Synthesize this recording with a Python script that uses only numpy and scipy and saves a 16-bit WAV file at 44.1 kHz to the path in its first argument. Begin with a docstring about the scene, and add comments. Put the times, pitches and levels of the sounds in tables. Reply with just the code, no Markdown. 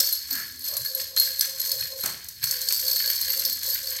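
"""Chained sticks in a training hall

Two hollow sticks joined by a steel chain are swung and spun close to one microphone. The links jingle
and snap taut against the swivel caps, and air across the flying stick hoots softly on each turn.
Twice it is caught against the uniform; cloth flaps, feet shift on the mat, and farther off
the hall answers over a low rumble."""
import sys
import numpy as np
from scipy import signal
from scipy.fft import rfft, irfft, next_fast_len
from scipy.io import wavfile
from scipy.ndimage import map_coordinates

SR = 44100
rng = np.random.default_rng(int(sys.argv[2]) if len(sys.argv) > 2 else 0)


def wrap_up_sound(samples):
    """Save the sound to the file named by the first command line argument, as 16-bit audio."""
    columns = np.atleast_2d(samples).T
    # keep every value between -1 and 1, then stretch to whole-number steps
    tamed = np.clip(columns, -1, 1)
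    steps = np.round(tamed * 32767).astype(np.int16)
    wavfile.write(sys.argv[1], SR, steps)


N = 4 * SR

# the chain pulls taut: start_s, high_mode_hz, low_mode_db, high_mode_db, cap_clack_db
JERKS = [(0.001, 11710, -29, -28, -17), (0.005, 12060, -28, -28, -18), (0.071, 12330, -29, -29, -29),
         (0.125, 11570, -26, -23, -30), (0.131, 11560, -31, -25, -34), (0.308, 12060, -30, -25, -33),
         (0.737, 11900, -38, -38, -32), (0.767, 11440, -33, -30, -25), (0.774, 11510, -31, -26, -35),
         (0.848, 11600, -35, -28, -32), (0.859, 12000, -24, -33, -36), (0.948, 11570, -30, -22, -36),
         (1.163, 11520, -25, -33, -25), (1.172, 11630, -21, -24, -29), (1.183, 11610, -22, -27, -29),
         (1.198, 11540, -19, -16, -27), (1.23, 12230, -24, -29, -33), (1.393, 11630, -30, -21, -33),
         (1.409, 12200, -23, -26, -18), (1.6, 11570, -33, -24, -35), (1.715, 12100, -23, -30, -26),
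         (1.808, 11490, -27, -29, -37), (2.007, 11560, -36, -30, -41), (2.036, 11730, -31, -31, -30),
         (2.059, 12170, -32, -32, -20), (2.243, 12000, -51, -47, -38), (2.286, 11900, -48, -40, -34),
         (2.435, 11800, -30, -33, -31), (2.44, 12000, -28, -29, -21), (2.51, 12200, -26, -27, -23),
         (2.615, 11760, -31, -37, -26), (2.686, 12300, -21, -30, -22), (2.723, 12300, -29, -26, -22),
         (2.88, 12100, -20, -26, -25), (2.913, 12270, -26, -24, -27), (2.964, 12100, -28, -28, -27),
         (3.059, 12420, -26, -28, -28), (3.075, 12060, -23, -31, -28), (3.1, 12440, -26, -22, -31),
         (3.213, 11710, -30, -29, -31), (3.301, 12380, -31, -22, -31), (3.332, 12170, -33, -28, -33),
         (3.395, 11620, -28, -25, -34), (3.45, 12210, -26, -29, -23), (3.458, 12300, -29, -24, -34),
         (3.497, 12020, -30, -31, -26), (3.526, 12250, -30, -26, -37), (3.631, 11520, -35, -35, -28),
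         (3.7, 12120, -28, -26, -34), (3.744, 12190, -32, -29, -34), (3.87, 12200, -30, -35, -33),
         (3.964, 11700, -33, -40, -31)]
# both ends of a link's pitch range as it shifts in the chain: low_mode_hz, high_mode_hz
LINK_RANGE = [(4205, 11540), (4510, 12400)]
# spectrum of stick and swivel cap under a contact: frequency_hz, level_db
CAP_SPECTRUM = [(300, -41.5), (1300, -14), (2700, -16.5), (3700, -3), (4400, -7), (4850, 5), (5600, 1.5),
                (6350, 6.5), (7100, -2), (7950, 4), (9600, -2), (10400, -7.5), (11000, -1), (12900, 2),
                (14000, 3.5), (15700, -7)]


def amp(db):
    """Decibels to gain."""
    return 10 ** (np.asarray(db) / 20)


def unit(x):
    """Scale to rms 1."""
    return x / np.sqrt(np.mean(x ** 2) + 1e-20)


def along(points, hz):
    """Read a curve of (frequency_hz, value) points on a log frequency axis."""
    point_hz, values = np.transpose(points)
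    return np.interp(np.log(hz + 1), np.log(point_hz + 1), values)


def colour(x, spectrum):
    """Causal filter with the given spectrum; white noise keeps its power."""
    size = 2 * next_fast_len(N // 2 + SR // 4)
    gain = unit(amp(along(spectrum, np.fft.rfftfreq(size, 1 / SR))))
    cepstrum = irfft(np.log(gain))
    cepstrum[1:size // 2] *= 2  # fold to minimum phase
    cepstrum[size // 2 + 1:] = 0
    return irfft(rfft(x, size) * np.exp(rfft(cepstrum)))[:N]


def add(track, start_s, sound):
    """Mix a sound in at a time."""
    part = track[max(0, int(start_s * SR)):][:len(sound)]
    part += sound[:len(part)]


def fade(t, t60):
    """Exponential decay, 60 dB down at t60."""
    return np.exp(-np.log(1000) * t / t60)


def chatter(t, rise_s):
    """Strength of one contact: the metal bites, peaks at rise_s and lets go."""
    u = t / rise_s
    return u * np.exp(1 - u)


def effort(moves):
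    """Level that rises and falls in a bell curve with each movement."""
    t = np.arange(N) / SR
    return sum(amp(db) * np.exp(-.5 * ((t - peak_s) / width_s) ** 2) for peak_s, db, width_s in moves)


def swells(moves, spectrum):
    """Coloured noise that follows the movements."""
    return effort(moves) * colour(rng.standard_normal(N), spectrum)


def ring(t, hz):
    """A metal mode driven by one chattering contact; rms 1 over its first 300 samples."""
    phase = 2 * np.pi * hz * t
    slip_rad = 0.2 * np.cumsum(rng.standard_normal(len(t)))
    drive = chatter(t, rise_s=0.0013) * np.sin(phase + slip_rad)
    mode = signal.fftconvolve(drive, np.sin(phase) * fade(t, t60=0.022))[:len(t)]
    return mode / np.sqrt(np.mean(mode[:300] ** 2))


def contacts(per_s, spread_db):
    """Irregular small contacts: a time, a size and two spare random values for each."""
    contact_rng = np.random.default_rng(rng.integers(2 ** 31))
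    jitter, strength, *spare = contact_rng.standard_normal((int(per_s * N / SR), 4)).T
    times = (np.arange(len(jitter)) + jitter) / per_s
    return zip(times, amp(spread_db * np.clip(strength, -2, 2)), *spare)


def ticks(spread_db):
    """A dense train of short dry ticks, rms 1."""
    t, power = np.arange(SR // 20) / SR, np.zeros(N)
    for start_s, size, _, _ in contacts(per_s=250, spread_db=spread_db):
        add(power, start_s, (size * chatter(t, rise_s=0.0022)) ** 2)
    return unit(np.sqrt(power) * rng.standard_normal(N))


def room_tone():
    """The hall's steady low rumble, with a faint hiss on top."""
    # background noise: frequency_hz, level_db
    spectrum = [(18, -16), (40, -7.5), (80, 6.5), (130, -5), (200, -10.5), (400, -18), (1000, -41),
                (4000, -19), (15000, -17.5)]
    return amp(-55) * colour(rng.standard_normal(N), spectrum)


def rattle():
    """Loose links and swivels ring, tick on the caps and scrape; link pitch drifts from jerk to jerk."""
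    # loudness of the loose chain: time_s, jingle_db, scrape_db
    levels = [(0, -26, -44.5), (0.09, -27, -48), (0.199, -37, -55.5), (0.295, -37.5, -49),
              (0.33, -25.5, -62), (0.45, -38, -48), (0.57, -44.5, -60), (0.671, -28.5, -53),
              (0.76, -33, -47), (0.83, -34.5, -55.5), (0.87, -30.5, -55), (0.93, -38, -64.5),
              (1.0, -27.5, -44.5), (1.08, -39, -57.5), (1.155, -45, -64), (1.178, -23, -41),
              (1.26, -25.5, -48.5), (1.35, -37, -46.5), (1.44, -27.5, -43.5), (1.53, -39, -57),
              (1.62, -28.5, -48.5), (1.77, -30.5, -52.5), (1.83, -31.5, -45), (1.95, -40.5, -63),
              (2.0, -31.5, -53), (2.08, -32, -47), (2.19, -43.5, -53), (2.33, -45, -58),
              (2.405, -45.5, -59.5), (2.44, -25.5, -43.5), (2.6, -31.5, -46.5), (2.74, -26, -46.5),
              (2.83, -29, -47), (2.91, -24.5, -46.5), (3.1, -27.5, -44.5), (3.25, -27.5, -45.5),
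              (3.52, -31, -50.5), (3.61, -38, -52.5), (3.66, -24.5, -46.5), (3.76, -28, -43),
              (3.81, -36.5, -49), (3.9, -30, -47.5), (4.0, -33.5, -46)]
    # links scraping on the stick: frequency_hz, level_db
    scrape_spectrum = [(20, -40), (150, -5.5), (750, -24.5), (1080, -0.5), (1300, -10.5), (1660, 12),
                       (1850, 5.5), (2100, 5.5), (2700, -1), (3400, 6), (9000, -20)]
    settle_s, scatter_hz, swivel_hz, detune = 0.0194, 320, 5163, 0.018
    t = np.arange(SR // 20) / SR
    low, high, swivel = np.zeros((3, N))
    low_range, high_range = np.transpose(LINK_RANGE)
    jerk_s, jerk_hz, *_ = np.transpose(JERKS)
    for k, (start_s, size, scatter, tilt) in enumerate(contacts(per_s=300, spread_db=3.5)):
        high_hz = np.interp(start_s - settle_s, jerk_s, jerk_hz) + scatter_hz * scatter
        high_hz = high_range[0] + abs(high_hz - high_range[0])  # reflect off the bottom of the range
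        low_hz = np.interp(high_hz, high_range, low_range) * (1 + detune * rng.standard_normal())
        add(low, start_s, size * amp(2 * tilt) * ring(t, low_hz))
        add(high, start_s, size * amp(-2 * tilt) * ring(t, high_hz))
        if k % 2:
            add(swivel, start_s, size * ring(t, swivel_hz * (1 + detune * tilt)))
    times, *curves_db = np.transpose(levels)
    jingle_gain, scrape_gain = [amp(np.interp(np.arange(N) / SR, times, db)) for db in curves_db]
    brightness = unit(jingle_gain) ** 0.17  # gentle contacts sound duller
    metal = amp(-6) * (unit(low) + brightness * unit(high)) + amp(-14) * unit(swivel)
    cap_ticks = amp(-5.5) * colour(ticks(spread_db=5), CAP_SPECTRUM)
    scrape = amp(1) * colour(ticks(spread_db=6), scrape_spectrum)
    return jingle_gain * (metal + cap_ticks) + scrape_gain * scrape


def jerks():
    """The chain snaps taut: a cap clacks, one link rings out and sometimes the swivel too."""
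    # a swivel cap rings on the hardest jerks: start_s, pitch_hz, level_db
    clinks = [(.002, 5256, -21), (1.409, 5000, -22), (1.41, 6020, -25), (1.716, 5150, -27),
              (3.45, 5230, -25)]
    t = np.arange(SR // 20) / SR
    rings, clacks = np.zeros((2, N))
    low_range, high_range = np.transpose(LINK_RANGE)
    for start_s, high_hz, low_db, high_db, clack_db in JERKS:
        low_hz = np.interp(high_hz, high_range, low_range)
        add(rings, start_s, amp(low_db - .5) * ring(t, low_hz))
        add(rings, start_s, amp(high_db + .5) * ring(t, high_hz))
        add(clacks, start_s, amp(clack_db + 3) * chatter(t, rise_s=.0016) * rng.standard_normal(len(t)))
    for start_s, hz, db in clinks:
        add(rings, start_s, amp(db) * ring(t, hz))
    return rings + colour(clacks, CAP_SPECTRUM)


def hoot():
    """Air across the hollow stick sounds a thin, wavering tone that rises with speed, in a soft whoosh."""
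    # passes of the flying stick: peak_s, level_db, width_s
    swings = [(.01, -45.5, 0.043), (.75, -54.5, 0.0669), (.97, -47.5, 0.053), (1.14, -49, 0.019),
              (1.28, -53, 0.069), (1.5, -48.5, 0.046), (1.73, -46, 0.062), (1.95, -46.5, 0.0448),
              (2.54, -51, 0.0304), (2.69, -55, 0.0545), (2.89, -47, 0.05), (3.08, -45, 0.03),
              (3.3, -49, 0.023), (3.385, -47, 0.02216), (3.47, -50, 0.035), (3.69, -46, 0.03),
              (3.89, -50, 0.06)]
    # breath of the hollow stick: frequency_hz, level_db
    spectrum = [(20, -73), (200, -52.5), (440, -15), (528, 1.5), (640, -17.5), (950, -28.5), (1070, -9),
                (1160, -38), (2000, -38)]
    centre_hz, rise_hz, waver_hz, wavers_per_s = 529, 29.84, 10, 40
    waver = map_coordinates(rng.standard_normal(N // 100), [np.arange(N) * wavers_per_s / SR])
    speed = effort(swings)
    hz = centre_hz + rise_hz * (speed / speed.max() - .5) + waver_hz * waver
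    tone = np.sqrt(2) * np.sin(2 * np.pi * np.cumsum(hz) / SR)
    return amp(-5.5) * speed * tone + amp(-4) * swells(swings, spectrum)


def snaps():
    """Steel strikes steel: a short burst of pure treble."""
    # bright snaps of the chain: start_s, level_db
    strikes = [(.126, -16), (.593, -27), (.768, -18), (1.198, -16), (1.411, -15), (1.717, -14),
               (2.286, -24), (2.44, -16), (2.512, -18), (2.724, -17), (3.101, -17), (3.157, -22),
               (3.214, -15), (3.365, -22), (3.451, -15), (3.745, -17)]
    t, bursts = np.arange(SR // 20) / SR, np.zeros(N)
    for start_s, db in strikes:
        add(bursts, start_s, amp(db) * fade(t, t60=0.03) * rng.standard_normal(len(t)))
    return signal.sosfilt(signal.butter(2, 11000, "high", fs=SR, output="sos"), bursts)


def catches():
    """The stick is caught with a soft slap that dies in the cloth."""
    # stick landing on the uniform: start_s, level_db, t60_s
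    landings = [(0.306, -42.5, 0.28), (2.037, -30, 0.17), (2.059, -32.5, 0.32)]
    # slap on cloth: frequency_hz, level_db
    spectrum = [(30, -22), (70, -6), (330, -8.5), (900, -8), (1620, -4), (2800, -12), (14000, -14)]
    t, slaps = np.arange(SR // 2) / SR, np.zeros(N)
    for start_s, db, t60 in landings:
        add(slaps, start_s, amp(db) * fade(t, t60) * rng.standard_normal(len(t)))
    return colour(slaps, spectrum)


def uniform_flaps():
    """The uniform flaps in low, soft puffs."""
    # flaps: peak_s, level_db, width_s
    flaps = [(.34, -52.5, 0.023), (.52, -58.5, 0.13), (3.45, -59, 0.11)]
    # moving cloth: frequency_hz, level_db
    spectrum = [(180, -31), (245, 24), (340, 6.5), (600, -2), (2000, -50)]
    return swells(flaps, spectrum)


def sleeve_slides():
    """The stick rubs along the sleeve with a narrow hiss."""
    # slides: peak_s, level_db, width_s
    slides = [(.385, -36, 0.044), (.86, -42, 0.011), (2.44, -37.5, 0.011)]
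    # sleeve friction: frequency_hz, level_db
    spectrum = [(20, -34), (200, -17), (800, -28), (1560, -9), (1690, 7), (1830, -8.5), (5000, -34)]
    return swells(slides, spectrum)


def swish():
    """Air swishes as the stick is flung out."""
    # the fling: peak_s, level_db, width_s
    fling = [(.745, -48, 0.04)]
    # rushing air: frequency_hz, level_db
    spectrum = [(250, -36), (580, 17.5), (850, -5), (1100, 12), (2000, -40)]
    return swells(fling, spectrum)


def steps():
    """Shifts of weight thud dully on the mat."""
    # weight shifts: peak_s, level_db, width_s
    shifts = [(.82, -52.5, 0.035), (1.82, -53.5, 0.04), (2.45, -48.5, 0.038)]
    # mat underfoot: frequency_hz, level_db
    spectrum = [(40, -36), (75, 4.5), (140, 13), (190, -15), (400, -47)]
    return swells(shifts, spectrum)


def knocks():
    """Duller knocks of one stick on the other or on a hand."""
    # stick knocking on stick or hand: start_s, level_db
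    hits = [(1, -38), (1.167, -29), (1.445, -35.5), (1.823, -33.5), (2.431, -32.5), (2.705, -30.5),
            (3.0, -30), (3.099, -28.5), (3.3, -32.5), (3.336, -34), (3.42, -36.5)]
    # struck stick: frequency_hz, level_db
    spectrum = [(20, -50), (200, -26), (800, -19), (1300, -8), (1750, 2), (2200, 0), (3400, -1), (5000, -5),
                (10000, -14)]
    t, blows = np.arange(SR // 20) / SR, np.zeros(N)
    for start_s, db in hits:
        add(blows, start_s, amp(db) * chatter(t, rise_s=.0025) * rng.standard_normal(len(t)))
    return colour(blows, spectrum)


def hall(near, pieces=24, delay_s=.006):
    """The hall answers each stretch of movement with a fresh noise tail; its top treble dies first."""
    # reverberation time: frequency_hz, t60_s
    decay = [(100, 0.83), (1000, 0.5), (4500, 0.62), (16000, 0.31)]
    reverb = np.zeros(N)
    for piece in np.array_split(np.arange(N), pieces):
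        hz, t, bands = signal.stft(rng.standard_normal(SR // 2), SR, nperseg=256)
        _, tail = signal.istft(bands * fade(t, along(decay, hz)[:, None]), SR, nperseg=256)
        tail /= np.linalg.norm(tail)
        add(reverb, piece[0] / SR + delay_s, signal.fftconvolve(near[piece], tail))
    return reverb


def scene():
    """Chain and sticks up close with the hall behind them; steps, flaps and swish stay dry. Mono."""
    near = rattle() + jerks() + snaps() + knocks() + catches() + hoot() + sleeve_slides()
    body = steps() + uniform_flaps() + swish()
    rumble = room_tone()
    return (near + amp(-6.5) * hall(near) + body + rumble)[None]


def record(dry):
    """The microphone passes nothing above its band limit."""
    top_hz, size = 15900, next_fast_len(N + SR // 2)
    in_band = np.fft.rfftfreq(size, 1 / SR) < top_hz
    return irfft(rfft(dry, size) * in_band, size)[..., :N]


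dry = scene()
out = record(dry)
wrap_up_sound(out)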